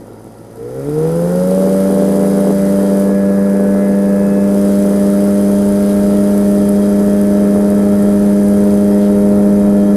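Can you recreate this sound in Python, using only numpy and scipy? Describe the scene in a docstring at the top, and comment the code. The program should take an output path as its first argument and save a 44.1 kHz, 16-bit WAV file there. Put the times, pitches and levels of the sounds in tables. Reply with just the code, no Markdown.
"""A grass strip, heard from a pilot's helmet: a two-stroke twin goes from fast idle to full power.
The exhaust fires twice a turn, and a closed camera case muffles it above the low orders. A whining
gear pair drives a three-blade propeller that slaps the wake of the frame and hisses in puffs at the tips.
Frame tubes ring, loose fittings tick, and the wind rumble grows as the take-off roll gathers pace.
The balance shifts while the pilot looks down."""
import sys
import numpy as np
from scipy import signal
from scipy.fft import rfft, irfft, next_fast_len
from scipy.io import wavfile
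from scipy.ndimage import uniform_filter1d, minimum_filter1d, map_coordinates

SR = 44100
rng = np.random.default_rng(int(sys.argv[2]) if len(sys.argv) > 2 else 0)


def file_out(sig):
    """Save sig as 16-bit WAV at sys.argv[1]."""
    # one column per channel
    cols = np.atleast_2d(sig).T
    # limit, then scale
    lim = np.clip(cols, -1, 1)
    pcm = np.round(lim * 32767).astype(np.int16)
    wavfile.write(sys.argv[1], SR, pcm)


N = 439236

GEAR_TEETH, PINION_TEETH, BLADE_COUNT = 59, 17, 3
IDLE_HZ, FULL_HZ = 55.5, 100  # crank speeds
ROLL_START_S = 2
CEILING, TOP_HZ = 0.9, 15270

# The rev-up. Each row: time in seconds, crank speed in Hz.
CRANK_SPEED = [(0.0, 56.6), (0.11, 55.1), (0.55, 55.94), (0.61, 56.8), (0.94, 75.92), (1.02, 79),
               (1.16, 83.8), (1.3, 88.25), (1.53, 93.66), (1.61, 95.3), (1.8, 96.55), (2.08, 97.86),
               (3.91, 99.28), (5.43, 100.4), (6.13, 101.0), (9.23, 101.6), (9.79, 101.3), (9.96, 101.4)]
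# Two times in seconds: the throttle starts to open, is wide open.
THROTTLE_OPENS_S = [0.49, 1.0]
# Four times in seconds: the head starts down, is down, starts up, is up.
HEAD_DIP_S = [3.02, 3.14, 4.38, 4.62]
# Faders by layer, then by low crank order. Each row: idle level in dB, dB added by open throttle,
# by full revs and by looking down, dB added per second of the roll.
LAYER_FADERS = dict(weak=(-64, 12.5, 11, -1, -0.37), sides=(-68, 8, 5, 2, -0.18),
                beats=(-60.5, 8, 4.5, 0.5, 0.77), blade_tone=(-53, 11, 4, -0.5, .5),
                roar=(-38.5, 8.5, -1, 1.5, 0.76), rasp=(-48.5, 10, 4, -0.8, -0.17),
                hiss=(-59.5, 4.5, 11, -4.5, 0.02), edge=(-56, 5, 14, -5, -0.06),
                rumble=(-54.5, 3.5, 2.5, 0.5, 2.5), frame=(-83, 5, 18, -14, .05))
ORDER_FADERS = {2: (-38, 21, 2, .3, 0.4441), 3: (-54.5, 6, 13.5, -2, 0.4), 4: (-48, 15, 2.5, -1, 0.49),
                5: (-62.5, 28.5, 3.5, 1.5, -.1), 6: (-48, 23.5, 2, -1.5, -0.09), 7: (-58, 3.5, 30, 5, 0.4),
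                8: (-53.5, 13, 3, -9, -14)}

# Tone colours. Each row: frequency in Hz, relative gain in dB.
RUMBLE_EQ = [(15, -32), (25, -1), (50, 4), (80, 5.5), (130, 2.5), (170, 5), (230, -17), (300, -43)]  # wind on the helmet
CHATTER_EQ = [(2300, -40), (2800, 0), (3400, -2), (4200, -2), (5000, -4), (6200, -30)]  # a loose fitting
ROAR_EQ = [(40, -50), (110, -6), (200, 1.5), (330, 3), (450, -2.5), (560, -13.5), (700, -7.5),
           (1000, -14.5), (1300, -46.5)]  # body of the gas and propeller wash
RASP_EQ = [(800, 0.5), (1000, -7), (1200, -4), (1350, 4), (1550, -7.5), (1900, -7), (2200, -11.5),
           (2700, -19), (3200, -41)]  # their midrange grit
SWISH_EQ = [(1410, -30), (2400, -12.5), (2740, -4), (3220, -1.5), (3550, -3.5), (3820, -2), (4400, -3.5),
            (4890, 3), (5700, -4), (6070, 0.5), (7200, -8), (9360, -39), (15800, -120)]  # body of the tip hiss
SIZZLE_EQ = [(4240, -61), (7200, -9.5), (7780, -2), (8530, -3), (9310, 3.5), (9960, 4), (11200, 1),
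             (11900, 1), (12500, -2.5), (13000, -6), (13400, -5), (13900, -17), (14500, -29), (15200, -39)]  # top of the tip hiss, and the ticks
SLAP_EQ = [(20, -61), (110, -23), (190, -5.5), (260, -1), (340, -4.5), (430, 3), (520, -2.5), (600, -9),
           (690, -9), (800, -13.5), (950, -21), (1100, -20.5), (1300, -33), (3000, -56), (9000, -83)]  # a blade hitting the wake
CASE_EQ = [(50, -20), (330, 25), (440, 21), (500, 13), (560, 13), (680, -3.5), (1000, -2.5), (1500, -19),
           (2000, -26), (2700, -16)]  # what the closed case lets through
PIPE_EQ = [(105, -5), (150, -2.5), (200, 2), (250, -3.5), (272, 5), (292, 14), (320, 5.5), (345, -1.5),
           (372, -4.5), (400, 5), (435, 7), (470, 9.5), (500, 5.5), (530, 3.5), (560, 7), (600, 2.5),
           (640, -5), (800, -35)]  # resonances the low orders climb through

# Level rides. Each row: time in seconds, added level in dB.
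GUSTS = [(0, -4), (1.05, .5), (1.3, -8), (2, 3), (3.4, -3), (3.7, 6), (4, 1.5), (5, 4), (5.2, 0), (5.5, 5),
         (6.2, 5), (7.6, 0.5), (8.2, 1.5), (8.7, -2), (9.3, 1), (9.96, -5)]  # gusts and lulls in the rumble
HISS_SWELLS = [(0, 0), (1.5, 2), (2.9, 0.3), (4.6, 0.5), (6.3, -0.5), (7.8, -3), (8.6, -2), (9.4, -5),
               (9.96, -5.5)]  # the tip hiss swells and fades
SLAP_FLARES = [(1.66, -2.5), (2.12, 2), (2.2, 2.5), (2.32, 8), (2.41, 1), (2.5, 3.5), (2.62, 0), (3.11, 7)]  # peaks of brief flares in the blade slap
THROTTLE_BARK = [(.52, -7), (.6, 13.5), (.8, 12.5), (.95, -12.5)]  # orders 7 and 8 bark as the throttle opens

# Rings of the metal frame. Each row: pitch in Hz, width in Hz, relative level in dB.
FRAME_RINGS = [(3130, 35, -3), (3250, 35, 0), (3830, 45, -5), (4250, 35, -6), (6060, 70, -2)]
# Loose fittings. Each row: start in seconds, relative level in dB.
TICK_CUES = [(0.2428, -26), (0.3718, -30), (0.5576, -23), (0.688, -40), (1.434, -17), (2.9981, -10),
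             (6.379, -10), (6.5168, -13), (6.6911, -6), (7.214, -11), (7.7022, -11), (8.0265, -14),
             (8.485, -15)]
CHATTER_CUES = [(5.82, -46), (6.08, -49), (6.21, -54), (8.98, -46)]
# Gear whine. Each row: time in seconds, level in dB.
WHINE_RIDE = [(0, -59), (.5, -56.5), (.85, -68), (1.7, -49), (2, -48), (2.95, -47.5), (3.15, -40.5),
              (4.4, -41.5), (4.65, -54), (5, -45), (5.6, -55), (7.1, -46.5), (9.3, -54), (9.96, -45)]
# Gear sidebands: offsets from the whine in blade rates, then their relative levels in dB.
SIDEBANDS = [-2, -1, 1, 2, 3, 4]
SIDEBAND_DB = [0.5, 4, 1, -1, -12.5, -1.5]
# Relative puff strength in dB, one for each blade tip.
TIP_PUFF_DB = [5.3, -1.2, -19]
# Propeller. Each row: time in seconds, slap level before flares in dB, second harmonic level in dB.
PROPELLER_RIDE = [(0, -34.5, -55), (.6, -46.5, -60), (1, -21.5, -42), (1.5, -20, -33), (2.6, -21.5, -26.5),
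                  (3.3, -26.5, -39), (4.3, -23, -32), (6.3, -27.5, -42), (7.7, -24.5, -32),
                  (8.5, -27.5, -45), (9.96, -30, -34)]
# Two low orders trade strength. Each row: time in seconds, dB added to order 4, dB added to order 5.
ORDER_TRADE = [(4.4, 0, 0), (5.6, 1, -3), (7, 1.5, -3.5), (8.3, .3, -2.5), (9.2, 3, 2.5), (9.96, -2, -2)]
# Exhaust overtones. Each row: time in seconds, levels of orders 10, 13 and 26 in dB.
UPPER_ORDER_RIDE = [(0, -45, -68, -74), (.55, -44, -65, -72), (.75, -52, -54, -80), (1.05, -40, -61, -72),
                    (1.5, -48, -57, -70), (3.3, -46, -60, -66.5), (3.8, -48, -61, -64),
                    (4.3, -47, -52, -53), (4.8, -48, -60, -65), (5.5, -54, -54, -69), (7.7, -54, -44, -68),
                    (9.198, -52, -53, -67), (9.96, -53, -61, -71)]
# Faint exhaust overtones: crank orders, then their relative levels in dB.
WEAK_ORDERS = [1, 9, 11, 12, 14, 15, 16, 18, 19, 20, 21, 22, 23, 24, 25]
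WEAK_ORDER_DB = [-5, 1, -2.5, 1.5, 0.5, -7, -23, -11, -13, -19, 0.5, 3, -1.5, 1.5, -7]
# Faint in-between tones. Each row: crank order, blade rates added. Then their relative levels in dB.
BETWEEN_TONES = [(3, -1), (4, -1), (5, -1), (5, 1)]
BETWEEN_DB = [0, 3.5, -5, 4]
# Level sway in dB for each low crank order.
ORDER_SWAY_DB = {2: 0.25, 3: 0.72, 4: 0.33, 5: 0.97, 6: 0.79, 7: 2.3, 8: 1.6}


def amp(db):
    return 10 ** (np.asarray(db) / 20)


def unit_rms(x):
    return x / np.sqrt(np.mean(x ** 2) + 1e-20)


def eq_db(eq, hz):
    """The gain of an EQ curve at hz, read on a log frequency axis."""
    freqs, gains = np.transpose(eq)
    return np.interp(np.log(hz + 1), np.log(freqs + 1), gains)


def rides(rows):
    """One automation curve for each column after the time."""
    times, *columns = np.transpose(rows)
    return [np.interp(np.arange(N) / SR, times, column) for column in columns]


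def wobble(rate):
    """A gliding random curve, rate knots a second."""
    knots = rng.standard_normal(int(N * rate / SR) + 4)
    return map_coordinates(knots, [np.arange(N) * rate / SR], order=1)


def coloured(x, eq):
    """x through an EQ curve, brought to rms 1."""
    size = next_fast_len(N + SR // 4)
    gain = amp(eq_db(eq, np.fft.rfftfreq(size, 1 / SR)))
    return unit_rms(irfft(rfft(x, size) * gain, size)[:N])


def patchy_noise(depth_db):
    """White noise with louder and softer patches in time and frequency."""
    spectra = signal.stft(rng.standard_normal(N + 512), nperseg=512)[2]
    patches = uniform_filter1d(rng.standard_normal(spectra.shape), 6, axis=0)
    patches = uniform_filter1d(patches, 8, axis=1)
    return signal.istft(spectra * amp(depth_db * unit_rms(patches)), nperseg=512)[1][:N]


def tone(turns, db, sway_db=1.8, drift_rad=0.4, rate=6):
    """A sine around rms level db, wandering in level and phase."""
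    peak = np.sqrt(2) * amp(db + sway_db * wobble(rate))
    return peak * np.sin(2 * np.pi * turns + drift_rad * wobble(rate))


def wind(db):
    """The low bed: wind buffets the helmet in gusts and lulls."""
    buffeting = amp(1.5 * wobble(14)) * rng.standard_normal(N)
    return amp(db + rides(GUSTS)[0]) * coloured(buffeting, RUMBLE_EQ)


def frame_ring(ring_db):
    """The shaken tubes ring in narrow bands that fade in and out."""
    size = next_fast_len(N)
    freqs = np.fft.rfftfreq(size, 1 / SR)
    shake = rfft(rng.standard_normal(N), size)
    rings = np.zeros(N)
    for hz, width, db in FRAME_RINGS:
        resonance = width ** 2 / (width ** 2 + (2 * (freqs - hz)) ** 2)
        rings += amp(ring_db + db + 2.2 * wobble(6)) * unit_rms(irfft(shake * resonance, size)[:N])
    return rings


def rattle():
    """Loose fittings give short bright ticks and longer bursts of chatter."""
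    tick_env, chatter_env = np.zeros((2, N + SR))
    t = np.arange(SR // 10) / SR
    tick = (1 - np.exp(-t / 0.00051)) * amp(-9.5 - 60 * t / 0.011)  # dies 60 dB in 11 ms
    burst = np.sin(np.pi * t / 0.12)
    for start, db in TICK_CUES:
        tick_env[round(start * SR):][:len(t)] = amp(db) * tick
    for start, db in CHATTER_CUES:
        chatter_env[round(start * SR):][:len(t)] = amp(db) * burst
    ticks = tick_env[:N] * coloured(rng.standard_normal(N), SIZZLE_EQ)
    return ticks + chatter_env[:N] * coloured(rng.standard_normal(N), CHATTER_EQ)


def wash(crank, roar_db, rasp_db):
    """Rushing gas and propeller wash: a smooth roar, and a rasp that pulses lightly with each firing."""
    roar = coloured(rng.standard_normal(N), ROAR_EQ)
    rasp = coloured(amp(0.5 * np.cos(4 * np.pi * crank)) * patchy_noise(depth_db=1), RASP_EQ)
    return amp(roar_db) * roar + amp(rasp_db) * rasp


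def tip_hiss(crank, blades, swish_db, sizzle_db):
    """Each passing blade tip adds a puff to a steady hiss; the top end puffs hardest."""
    passes = blades.astype(int)
    scatter_db = 1.1 * rng.standard_normal(passes[-1] + 1)
    puff_db = np.array(TIP_PUFF_DB)[passes % BLADE_COUNT] + scatter_db[passes]
    puffs = amp(puff_db) * np.sin(np.pi * blades) ** 4
    jet = amp(0.7 * np.cos(4 * np.pi * crank)) * patchy_noise(depth_db=0.7)
    swish = amp(swish_db) * coloured((4.46 + puffs) * jet, SWISH_EQ)
    sizzle = amp(sizzle_db + 0.32 * wobble(32)) * coloured((2.46 + puffs) * jet, SIZZLE_EQ)
    return amp(rides(HISS_SWELLS)[0]) * (swish + sizzle)


def gearbox(crank, blades, sideband_db):
    """Meshing teeth whine; the pulsing blade load spreads sidebands around the note."""
    mesh = PINION_TEETH * crank
    sidebands = sum(tone(mesh + offset * blades, sideband_db + db, sway_db=4, drift_rad=1)
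                    for offset, db in zip(SIDEBANDS, SIDEBAND_DB))
    return sidebands + tone(mesh, rides(WHINE_RIDE)[0], sway_db=0.6, drift_rad=0.25, rate=8)


def propeller(blades, hum_db, flare_db):
    """Over a hum, each blade slaps the wake of the frame; eddies sway the slaps in force and timing."""
    slap_db, second_db = rides(PROPELLER_RIDE)
    passes = np.searchsorted(blades, np.arange(1, int(blades[-1])))
    time_jitter, force_jitter = rng.standard_normal((len(passes), 2)).T
    late_s = 0.00017 * time_jitter + 0.00027 * wobble(22)[passes]
    force_db = 2.9 * force_jitter + 2.8 * wobble(16)[passes]
    hits = np.clip(passes + np.round(late_s * SR).astype(int), 0, N - 1)
    slaps = coloured(np.bincount(hits, amp(force_db), N), SLAP_EQ)
    hum = tone(blades, hum_db, sway_db=1.2, drift_rad=0.24, rate=6.1)
    hum += tone(2 * blades, second_db, sway_db=1.5, drift_rad=0.58, rate=8)
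    return amp(slap_db + flare_db) * slaps + hum


def exhaust_buzz(crank_hz, crank, blades, weak_db, between_db):
    """Exhaust overtones pass the case unevenly; faint tones sit one blade rate off orders 3 to 5."""
    upper = sum(tone(order * crank, db) for order, db in zip((10, 13, 26), rides(UPPER_ORDER_RIDE)))
    weak = sum(tone(order * crank, weak_db + db + eq_db(CASE_EQ, order * crank_hz))
               for order, db in zip(WEAK_ORDERS, WEAK_ORDER_DB))
    between = sum(tone(order * crank + offset * blades, between_db + db)
                  for (order, offset), db in zip(BETWEEN_TONES, BETWEEN_DB))
    return upper + weak + between


def exhaust_drone(crank_hz, crank, drive, flare_db):
    """Two firings a turn: clean low orders climb through the pipe's resonances as the revs rise."""
    fourth_db, fifth_db = rides(ORDER_TRADE)
    bark_db = rides(THROTTLE_BARK)[0]
    duck_db = -0.53 * flare_db  # order 6 ducks when the slaps flare
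    added_db = {4: fourth_db, 5: fifth_db, 6: duck_db, 7: bark_db, 8: bark_db}
    drone = np.zeros(N)
    for order, fader in ORDER_FADERS.items():
        db = np.dot(fader, drive) + eq_db(PIPE_EQ, order * crank_hz) + added_db.get(order, 0)
        lead = order % 2 / 4  # odd orders come from the unequal cylinders, a quarter cycle ahead
        drone += tone(order * crank + lead, db, sway_db=ORDER_SWAY_DB[order], drift_rad=0.13, rate=14)
    return drone


def scene():
    """One crank times the engine and propeller; throttle, revs, head and roll move the faders."""
    t = np.arange(N) / SR
    crank_hz = uniform_filter1d(rides(CRANK_SPEED)[0], size=SR // 12)  # the flywheel rounds each change
    crank = np.cumsum(crank_hz) / SR  # turns so far
    blades = crank * BLADE_COUNT * PINION_TEETH / GEAR_TEETH  # blade passes so far
    throttle = np.interp(t, THROTTLE_OPENS_S, [0, 1])
    revs = (crank_hz - IDLE_HZ) / (FULL_HZ - IDLE_HZ)
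    head_down = np.interp(t, HEAD_DIP_S, [0, 1, 1, 0])
    rolling_s = np.maximum(t - ROLL_START_S, 0)
    drive = np.array([np.ones(N), throttle, revs, head_down, rolling_s])
    level = {name: np.dot(fader, drive) for name, fader in LAYER_FADERS.items()}
    flare_db = sum(db * np.exp(-((t - peak_s) / 0.033) ** 2) for peak_s, db in SLAP_FLARES)
    mix = exhaust_drone(crank_hz, crank, drive, flare_db)
    mix += exhaust_buzz(crank_hz, crank, blades, level["weak"], level["beats"])
    mix += gearbox(crank, blades, level["sides"])
    mix += propeller(blades, level["blade_tone"], flare_db)
    mix += wind(level["rumble"]) + wash(crank, level["roar"], level["rasp"])
    mix += tip_hiss(crank, blades, level["hiss"], level["edge"])
    mix += frame_ring(level["frame"]) + rattle()
    return mix[None]


def record(dry):
    """A limiter eases the tallest peaks down, then everything above TOP_HZ is cut."""
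    needed = np.minimum(1, CEILING / (np.abs(dry) + 1e-9))
    gain = uniform_filter1d(minimum_filter1d(needed, size=265), size=132)
    size = next_fast_len(N + SR // 4)
    passband = np.fft.rfftfreq(size, 1 / SR) < TOP_HZ
    return irfft(rfft(dry * gain, size) * passband, size)[:, :N]


dry = scene()
out = record(dry)
file_out(out)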